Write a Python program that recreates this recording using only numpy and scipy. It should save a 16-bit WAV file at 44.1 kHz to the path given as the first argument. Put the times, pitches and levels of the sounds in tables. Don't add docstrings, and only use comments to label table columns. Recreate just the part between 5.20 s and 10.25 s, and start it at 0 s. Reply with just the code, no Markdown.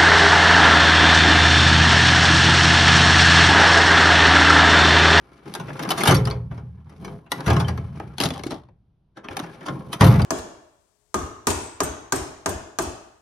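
import sys
import numpy as np
from scipy import signal
from scipy.fft import rfft, irfft, next_fast_len
from scipy.io import wavfile

SR = 44100
rng = np.random.default_rng(int(sys.argv[2]) if len(sys.argv) > 2 else 0)


def output_pcm(signal):
    pcm = np.clip(np.atleast_2d(signal).T, -1, 1) * 32767
    wavfile.write(sys.argv[1], SR, np.round(pcm).astype(np.int16))


N = 222693
TIME = np.arange(N) / SR

# (time [s], level [dB], contact time [ms], ring time [factor], shaking of the load [dB])
JOLTS = [(0.401, -34.5, 1.1, .25, 2), (0.865, -29.5, 3.0, 0.66, -2), (0.886, -10, 3.0, 0.75, -2),
         (0.935, -25.5, 4.9, 0.87, -2.5), (1.172, -25.5, 9, .6, -19.5), (1.313, -25, 5, 0.45, -4.5),
         (1.659, -41.5, 0.38, 0.12, 2), (2.272, -12.5, 2.4, 0.35, -3.5), (2.296, -17, 1.7, 0.83, 6.5),
         (4.810, -5.5, 1.8, 0.61, 1), (4.829, -10, 4.1, 0.85, 10), (4.995, -18, 1.1, .6, -14)]
# (frequency [Hz], width [Hz], level [dB])
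DRAWER_RESONANCES = [(300, 40, -6.5), (419, 30, -5.5), (533, 30, -0.5), (676, 26, -4), (830, 50, -4.5),
                     (1000, 71, -1), (1070, 45, -2), (1196, 69, -1.5), (1345, 60, 0.5), (1500, 25, -3),
                     (1640, 70, -2), (2290, 45, -2), (3030, 40, -0.5)]
# (frequency [Hz], level [dB])
BOOM_EQ = [(25, -25.5), (50, -5.5), (75, 2), (115, 8), (180, 6), (240, -5), (400, -50)]
# (frequency [Hz], level [dB])
RATTLE_EQ = [(1200, -13.5), (2200, 7.5), (3200, -8), (5500, -5), (7500, -7), (10500, -12), (12500, -13.5),
             (15000, -23.5)]


def undb(db):
    return np.exp(np.asarray(db) * (np.log(10) / 20))


def unit(x):
    return x / np.sqrt(np.mean(x ** 2))


def gains(eq, size):
    hz, db = np.transpose(eq)
    return undb(np.interp(np.log(np.fft.rfftfreq(size, 1 / SR) + 1), np.log(hz), db))


def colour(x, eq):
    size = next_fast_len(x.shape[-1] + 2048, True)
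    cepstrum = irfft(np.log(gains(eq, size)), size)
    cepstrum[1:size // 2] *= 2
    cepstrum[size // 2 + 1:] = 0
    return irfft(rfft(x, size) * np.exp(rfft(cepstrum)), size)[..., :x.shape[-1]]


def passband(x, order, hz, kind):
    return signal.sosfilt(signal.butter(order, hz, kind, fs=SR, output="sos"), x)


def stereo_noise(length):
    # (frequency [Hz], side minus mid [dB])
    width = [(60, -20), (130, -20.5), (220, -20), (380, -8), (700, -8), (1400, -5), (4000, -4.5),
             (11000, -13.5)]
    mid, side = rng.standard_normal((2, length))
    size = next_fast_len(length, True)
    side = irfft(rfft(side, size) * gains(width, size), size)[:length]
    return np.array([mid + side, mid - side])


def pan(db):
    return undb(np.array([[db], [-db]]) / 2)


def fade(t, t60):
    return np.exp(-np.log(1000) * t / max(t60, 1e-3))


def add(out, s, x):
    i = max(int(s * SR), 0)
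    out[:, i:i + x.shape[-1]] += x[..., :max(N - i, 0)]


def ring(t, hz, t60):
    skew = rng.standard_normal() * min((hz / 1000) ** 2, .6) * np.array([[1], [-1]])
    alive = t[:np.searchsorted(t, 1.25 * t60)]
    out = np.zeros((2, len(t)))
    out[:, :len(alive)] = np.sin(np.float32(2 * np.pi * hz * alive + skew)) * fade(alive, t60)
    return out


def tones(table, rise_t60):
    out, t = np.zeros((2, N)), TIME[:SR]
    for s, hz, db, t60 in table:
        add(out, s, undb(db) * ring(t, hz, t60) * (1 - fade(t, rise_t60)))
    return out


def grains(per_s, scatter_db, t60):
    clicks, hit = np.zeros(N), rng.random(N) < per_s / SR
    clicks[hit] = undb(scatter_db * np.minimum(rng.exponential(size=N)[hit], 4))
    energy = signal.lfilter([1], [1, -fade(1 / SR, t60) ** 2], clicks ** 2)
    return stereo_noise(N) * np.sqrt(energy)


def wander(per_s):
    steps = rng.standard_normal(size=400)
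    return 1.2 * np.interp(TIME * per_s, np.arange(len(steps)), steps)


def resonate(x, table, surge_db):
    out = 0
    for hz, width, db in table:
        peak = signal.lfilter(*signal.iirpeak(hz, hz / width, fs=SR), x)
        out = out + undb(db + surge_db * wander(per_s=14)) * peak
    return out


def gesture(start, end, db, change_db, release_t60):
    elapsed = np.clip(TIME - start, 0, end - start)
    attack = 1 - np.exp(-elapsed / 0.018)
    release = fade(np.maximum(TIME - end, 0), release_t60)
    return undb(db + change_db * elapsed / (end - start)) * attack * release


def shudder(db, t60):
    power = np.zeros(N)
    for s, jolt_db, *_, shake_db in JOLTS:
        i = int(s * SR)
        power[i:] += (undb(jolt_db + shake_db + db) * fade(TIME[:N - i], t60)) ** 2
    return np.sqrt(power)


def garage_air():
    # (frequency [Hz], level [dB])
    air_eq = [(30, 1.5), (70, 5), (200, -11.5), (500, -18), (2000, -30.5), (8000, -44.5), (15000, -47.5)]
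    return unit(colour(stereo_noise(N), air_eq)) * undb(-65.5)


def slides():
    # (start [s], end [s], starting level [dB], change by the end [dB], grit: rattle up, rumble down [dB])
    strokes = [(-.1, 0.254, -53, -1.5, 5), (0.252, 0.572, -41, 1.5, 2.5), (.59, 0.885, -37, 2.5, 4),
               (1.5, 1.676, -67.5, 1.5, 4), (1.682, 1.83, -56, 7.5, 0.5), (1.796, 1.94, -50, 1.5, -8.5),
               (2.117, 2.662, -36, -12, 2), (2.72, 2.938, -46.5, -5, 1.5), (4.08, 4.44, -39.5, -9, 5),
               (4.477, 4.744, -39.5, -7.5, -6)]
    # (frequency [Hz], level [dB])
    tray_eq = [(35, -33), (80, -9.5), (110, -3.5), (138, 6), (200, 2), (250, -8.5), (400, -38.5)]
    # (frequency [Hz], level [dB])
    ball_eq = [(130, -18), (220, -2.5), (380, -1), (560, -5), (850, -9.5), (1300, -10.5), (2000, -11.5),
               (3000, -21.5), (6000, -33.5)]
    speeds = np.array([gesture(*stroke[:4], release_t60=0.44) for stroke in strokes])
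    grit = undb([stroke[-1] for stroke in strokes])[:, None]
    gritty, smooth = (speeds * grit).sum(axis=0), (speeds / grit).sum(axis=0)
    uneven_rails = undb(2 * wander(per_s=25))
    shaken = shudder(db=-16.5, t60=.65)
    rumble = unit(colour(grains(per_s=280, scatter_db=3, t60=0.067), tray_eq)) * smooth * undb(-0.5)
    boom = unit(colour(stereo_noise(N), BOOM_EQ)) * shudder(db=-16, t60=2)
    balls = colour(grains(per_s=330, scatter_db=2, t60=0.061), ball_eq)
    rolling = unit(undb(-4.5) * balls + resonate(balls, DRAWER_RESONANCES, surge_db=4))
    split_hz = 1100
    hollow = passband(rolling, 5, split_hz, "low") * np.hypot(uneven_rails * speeds.sum(axis=0), shaken)
    scrape = passband(rolling, 5, split_hz, "high") * np.hypot(uneven_rails * gritty * undb(-1.5), shaken)
    rattle = unit(colour(grains(per_s=350, scatter_db=4, t60=.055), RATTLE_EQ))
    rattle *= np.hypot(gritty * undb(-12), shudder(db=-26.5, t60=0.59))
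    return rumble + boom + (hollow + scrape + rattle) * pan(2.3)


def low_bumps():
    # (time [s], pitch [Hz], level [dB], t60 [s])
    bumps = [(0.264, 329, -36.5, .14), (0.63, 325, -31, 0.18), (0.703, 360, -24.5, .07),
             (0.834, 304, -21, 0.077), (3.004, 266, -23, 0.29), (3.01, 78, -39, 0.87),
             (3.020, 122.5, -30.5, 0.33), (3.055, 162, -18.5, 0.11), (3.118, 260, -24, 0.088),
             (3.264, 314, -13.5, 0.027), (3.292, 350, -30.5, .07), (3.326, 300, -22.5, 0.058),
             (4.105, 95, -36, .15), (4.197, 297, -28.5, 0.11), (4.228, 167.4, -30.5, 0.22)]
    return tones(bumps, rise_t60=0.0053)


def tool_noise(size, depth_db, spacing_hz):
    hz = np.fft.rfftfreq(size, 1 / SR)
    knots = np.clip(rng.standard_normal(size=200), -2, 2)
    ripple = np.interp(hz / spacing_hz, np.arange(len(knots)), knots)
    shape = undb(depth_db * np.minimum(hz / 1500, 1) * ripple)
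    return irfft(rfft(stereo_noise(size)) * unit(shape), size)


def knocks(table, bands_db, main_db, crack_db, tail_db, tail_t60, ring_db, ring_t60,
           low_hold, scrape_db, scrape_t60, rise_s):
    out, lead = np.zeros((2, N)), SR // 40
    t = TIME[:SR // 5] - TIME[lead]
    after, before = np.maximum(t, 0), np.maximum(-t, 0)
    edges_hz, pivot_hz = [150, 700, 2200, 7500, 14000], 2000
    scrape = undb(scrape_db) * fade(before, scrape_t60) * fade(after, 0.018)
    for s, level_db, tilt_db, main_hz, t60 in table:
        noise = tool_noise(len(t), depth_db=5, spacing_hz=170)
        looseness = min(t60 / 0.1, 1.2) ** 2
        soft_db = min(tilt_db, 0)
        mode_t60 = min(ring_t60, t60)
        main_mode = undb(main_db) * ring(after, main_hz, mode_t60)
        blow = 0
        for lo, hi, db in zip(edges_hz, edges_hz[1:], bands_db):
            height = lo / edges_hz[1]
            rise = 1 - np.exp(-after / (rise_s * looseness + .5 / lo))
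            tail = undb(tail_db) * fade(after, tail_t60 * height ** -.12)
            decay = fade(after, t60 * height ** -low_hold) + tail
            dense = unit(passband(noise, 3, (lo, hi), "band")) * (decay * rise + scrape * looseness)
            partials = sum(ring(after, hz, mode_t60 * height ** -.25) for hz in rng.uniform(lo, hi, 3))
            partials += (lo <= main_hz < hi) * main_mode
            octaves = np.log2(np.sqrt(lo * hi) / pivot_hz)
            band_db = db + tilt_db * octaves + 0.29 * soft_db * np.log2(height) ** 2
            blow = blow + undb(band_db) * (dense + undb(ring_db) * rise * partials)
        crack = noise * (t > 0) * fade(after, 0.0073) * undb(crack_db + 0.71 * soft_db - 2 * looseness)
        add(out, s - TIME[lead], undb(level_db) * (blow + crack))
    return out


def steel_knocks():
    # (time [s], level [dB], tilt [dB/octave], main mode [Hz], base t60 [s])
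    hits = [(0.339, -26, 3.5, 4760, 0.024), (0.35, -24.5, 2, 1600, 0.066),
            (0.398, -30.5, -0.5, 1460, 0.077), (0.484, -34.5, -3.5, 1380, 0.12),
            (0.503, -32, -5, 1700, 0.04), (0.593, -25, -0.5, 2170, 0.074), (0.626, -30.5, 2.5, 5600, .05),
            (0.633, -27, 1, 2030, 0.06), (0.65, -28, -2.5, 1086, 0.067), (0.690, -22, 1.5, 5900, 0.049),
            (0.705, -15, 2.5, 3014, 0.086), (0.716, -17, 1.5, 3800, 0.044), (0.778, -22, 0.9, 1290, 0.32),
            (0.807, -19.5, 0.5, 2100, 0.14), (0.835, -14, 2, 1220, 0.063), (0.855, -15.5, 1, 1430, 0.099),
            (0.874, -9.5, 2.5, 1357, 0.16), (0.893, -15, -2, 1528, .13), (0.909, -11.5, 1, 1240, 0.087),
            (0.921, -14.5, -0.8, 1420, 0.076), (0.944, -20.5, 2.6, 1370, 0.19),
            (1.053, -29.5, 2.5, 4990, 0.063), (1.072, -24.5, -0.5, 1240, 0.078),
            (1.101, -30, 1, 4000, 0.033), (1.11, -30.5, -1, 4620, 0.13), (1.312, -43, -4.5, 1180, 0.1),
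            (1.377, -42, -3, 1174, 0.094), (1.695, -50, 0.7, 1943, 0.092), (1.847, -32.5, 0, 5900, 0.073),
            (1.878, -39, -2.5, 1240, 0.087), (1.988, -50.5, -6, 1000, 0.023),
            (2.063, -51, -3.5, 1500, 0.11), (2.118, -16.5, 2.5, 1910, 0.051),
            (2.206, -26.5, -1, 1270, 0.026), (2.262, -25.5, 0, 1420, 0.23), (2.278, -20, -1.5, 1210, .12),
            (2.302, -16.5, -1.2, 1646, 0.099), (2.33, -26.5, 0, 1450, 0.09), (2.365, -20, -1.5, 1246, 0.08),
            (2.4, -23.5, 0.5, 1340, 0.12), (2.483, -24.5, -0.5, 1640, 0.11), (2.576, -32, -2, 1300, 0.065),
            (2.799, -31, -3.5, 1267, 0.047), (3.971, -37, -2, 1314, 0.11), (4.044, -37.5, -2.5, 1223, 0.12),
            (4.086, -31, -3.5, 2440, 0.044), (4.11, -37, -1.5, 1053, 0.1), (4.168, -21.5, 1, 1145, 0.047),
            (4.192, -26, 1, 3600, 0.032), (4.199, -21, -2.5, 6000, 0.021), (4.237, -34, -2.5, 2290, 0.085),
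            (4.41, -40, -4, 1600, 0.14), (4.462, -28.5, -0.5, 1350, 0.14),
            (4.483, -24.5, -2.5, 1053, 0.075), (4.729, -22.5, 3, 1940, 0.094),
            (4.809, -9, 0.1, 1150, 0.077), (4.82, -13, -1.5, 1830, 0.1), (4.841, -22, 4, 4180, 0.13),
            (4.866, -23, 1.5, 1350, 0.22), (4.94, -26.5, -4, 1220, 0.15), (4.995, -23.5, -4, 710, 0.076),
            (5.018, -27, 2.5, 4460, 0.044)]
    steel = knocks(hits, bands_db=(-5, -0.24, -4, -7.5), main_db=6, crack_db=-2.6,
                   tail_db=-22.5, tail_t60=0.29, ring_db=-6.5, ring_t60=0.082,
                   low_hold=0.28, scrape_db=-10.5, scrape_t60=0.038, rise_s=0.0015)
    return (steel + undb(-8.5) * resonate(steel, DRAWER_RESONANCES, surge_db=0)) * pan(1.2)


def cabinet_boom():
    # (frequency [Hz], level [dB], base t60 [s])
    panel_modes = [(61.4, -24.5, 2.1), (79.4, -20, 2.8), (78, -19, 0.33), (106.4, -2.5, 0.52),
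                   (119.9, -3, 1.54), (126.6, -9.5, 1.1), (141.1, -0.5, 0.6), (152.6, -0.5, 0.5),
                   (164.4, -9, 0.9), (180.4, -2, 0.55), (281.3, -12, 0.77), (312.7, -16, .8),
                   (336, -13, 0.5), (379, -18, 0.48), (423, -15, 0.35), (498, -7.5, 0.4), (527, -9, 0.7),
                   (615, -1.5, 0.22), (684, -6, 0.4), (790, -6.5, 0.3), (850, -10, 0.98), (940, -8, .9),
                   (1036, -13, 1.2), (1143, -8.5, 0.7), (1260, -13.5, .5), (1362, -5, 0.3),
                   (1506, -9, 0.53), (1611, -12, .3), (1880, -10.5, 0.88)]
    out, t = np.zeros((2, N)), TIME[:int(SR * 1.4)]
    for s, db, contact_ms, hold, _ in JOLTS:
        corner_hz = 1000 / (2 * contact_ms)
        panels = 0
        for hz, mode_db, t60 in panel_modes:
            longest_t60 = .42 * (hz / 1000) ** -.6
            gain = undb(mode_db) / np.hypot(1, hz / corner_hz)
            panels = panels + gain * ring(t, hz, min(t60 * hold, longest_t60))
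        add(out, s, undb(db) * panels * (1 - fade(t, 0.059)))
    return out


def bright_rings():
    # (time [s], pitch [Hz], level [dB], t60 [s])
    rings = [(0.884, 3070, -24, 0.12), (0.950, 4600, -19.5, 0.069), (0.950, 11250, -23, 0.05),
             (0.967, 5530, -19.5, 0.051), (1.054, 4900, -20, 0.021), (1.111, 4400, -14.5, .01),
             (2.119, 1980, -15, 0.087), (2.119, 3870, -8.5, 0.009), (2.401, 1490, -27.5, 0.21),
             (3.002, 2960, -19.5, 0.023), (3.105, 3430, -26.5, .04), (2.401, 4600, -29, 0.047),
             (2.447, 3100, -30.5, 0.082), (2.982, 4300, -24, .03), (4.086, 2463, -12, 0.0065),
             (4.86, 12870, -20, 0.3), (5.019, 4730, -23, 0.031), (4.812, 1874, -13, 0.12),
             (4.835, 1437, -22, 0.26), (4.812, 2450, -34, 0.24)]
    return tones(rings, rise_t60=0.0017)


def runner_judder():
    # (time [s], length [s], slip rate [Hz], level [dB])
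    slip_runs = [(0.975, 0.2, 105.7, -10), (1.855, 0.12, 101.8, -16.5), (2.403, 0.13, 101.4, -18)]
    # (frequency [Hz], level [dB])
    slip_eq = [(100, 1.5), (210, 2.5), (320, -6), (420, 5.5), (530, -0.5), (640, -17), (850, -12),
               (2000, -18), (6000, -55.5)]
    out, t = np.zeros((2, N)), TIME[:SR // 20]
    for s, length_s, slips_hz, db in slip_runs:
        scuff = stereo_noise(len(t)) * fade(t, 0.04) * undb(-10)
        click = undb(17.5) * (t == 0)
        knock = colour(scuff + click, slip_eq)
        for at in np.arange(0, length_s, 1 / slips_hz):
            late, size = rng.standard_normal(2)
            add(out, s + at + .00015 * late, knock * undb(db + 1.5 * size - 8 * (at / length_s) ** 2))
    return out


def tray_flex():
    # (frequency [Hz], level [dB], t60 [s])
    tray_modes = [(83.7, -19.5, 1.14), (88.2, -19, 0.81), (139.2, -31, 2.4)]
    release_s = 2.274
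    return tones([(release_s, *mode) for mode in tray_modes], rise_t60=0.13)


def lever_clacks():
    # (time [s], level [dB], tilt [dB/octave], main mode [Hz], base t60 [s])
    hits = [(2.982, -26, 3, 4300, 0.045), (3.002, -13.5, 2, 2840, .04), (3.011, -17.5, 3.5, 3320, 0.04),
            (3.022, -24.5, 4, 4160, 0.053), (3.029, -24, -2, 6100, 0.056), (3.036, -16, 2.5, 5960, 0.051),
            (3.049, -30.5, 6, 6000, .04), (3.055, -18.5, 2, 2770, .05), (3.062, -28.5, 3, 3700, .04),
            (3.088, -33, 6, 4220, .02), (3.104, -25, 0, 3370, 0.045), (3.137, -34, 2.5, 3470, 0.077),
            (3.178, -34.5, 2, 3300, 0.03), (3.194, -30, -1, 3020, 0.031), (3.236, -24, 1, 4200, 0.026),
            (3.267, -34, 3, 4560, 0.074), (3.307, -29, .5, 4070, 0.076), (3.319, -26, -1, 4600, 0.017),
            (3.323, -33, -3.5, 2260, 0.05), (3.487, -54.5, -6, 2590, 0.046)]
    return knocks(hits, bands_db=(-1.9, -1, -2.5, -9.5), main_db=0, crack_db=-5.5,
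                  tail_db=-18.5, tail_t60=0.25, ring_db=-6, ring_t60=0.06,
                  low_hold=0.35, scrape_db=-5.5, scrape_t60=0.04, rise_s=0.0022) * pan(3.05)


def rummage():
    # (start [s], end [s], starting level [dB], change by the end [dB])
    hand_sweep = (3.0, 3.33, -39.5, -2)
    # (start [s], end [s], level [dB])
    lever_drags = [(3.017, 3.065, -29.5), (3.147, 3.159, -29.5), (3.242, 3.357, -39.5),
                   (3.411, 3.437, -52.5)]
    # (frequency [Hz], width [Hz], level [dB])
    heap_resonances = [(300, 80, 2.5), (560, 63, -1.5), (790, 90, 3), (1040, 150, 3), (3180, 900, -22)]
    thud = unit(colour(stereo_noise(N), BOOM_EQ)) * gesture(*hand_sweep, release_t60=0.76) * undb(-5)
    slips = grains(per_s=270, scatter_db=2.5, t60=0.02)
    pull = sum(gesture(*row, change_db=1, release_t60=0.14) for row in lever_drags)
    pull += gesture(*hand_sweep, release_t60=0.2) * undb(-5)
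    drag = unit(resonate(slips, heap_resonances, surge_db=5.5)) * pull
    start = hand_sweep[0]
    giving_way = gesture(start, start + 0.074, db=-36, change_db=-3.5, release_t60=0.37)
    crackle = unit(colour(grains(per_s=300, scatter_db=6, t60=0.025), RATTLE_EQ)) * giving_way
    return thud + (drag + crackle) * pan(2.5)


def garage_walls(x, wet_db, t60, treble_t60):
    t = TIME[:SR * 3 // 4]
    noise = stereo_noise(len(t))
    low = passband(noise, 2, 2500, "low")
    tail = low * fade(t, t60) + .5 * (noise - low) * fade(t, treble_t60)
    tail = passband(tail * (1 - fade(t, 0.023)), 2, 220, "high")
    tail /= np.sqrt(np.sum(fade(t, t60) ** 2))
    return undb(wet_db) * signal.fftconvolve(x, tail, axes=1)[:, :N]


def scene():
    near = steel_knocks() + lever_clacks() + tray_flex() + low_bumps() + bright_rings()
    near += cabinet_boom() + runner_judder() + slides() + rummage()
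    return near + garage_walls(near, wet_db=-10.5, t60=0.35, treble_t60=0.29) + garage_air()


def record(dry):
    # (frequency [Hz], level [dB])
    mic_eq = [(36, -5.5), (58, 6.5), (100, 2.5), (250, 2.5), (400, 2), (550, -3), (800, 2), (1300, -3.5),
              (1900, -7.5), (2500, -5.5), (3200, -0.5), (5800, -5), (7500, -10), (10500, -3), (12500, -11),
              (14500, -17)]
    # (frequency [Hz], phase difference [turns])
    port_phase = [(5800, 0), (7500, .5), (9300, .88), (12000, 1.08), (14300, 1.5), (16000, 1.7)]
    size = next_fast_len(N + SR // 10, True)
    turns = np.interp(np.fft.rfftfreq(size, 1 / SR), *np.transpose(port_phase))
    twist = np.exp(-1j * np.pi * turns * np.array([[1], [-1]]))
    ports = irfft(rfft(colour(dry, mic_eq), size) * twist, size)[:, :N]
    top_cut = signal.ellip(8, .2, 70, 16000, fs=SR, output="sos")
    return signal.sosfilt(top_cut, np.tanh(ports))


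dry = scene()
out = record(dry)
output_pcm(out)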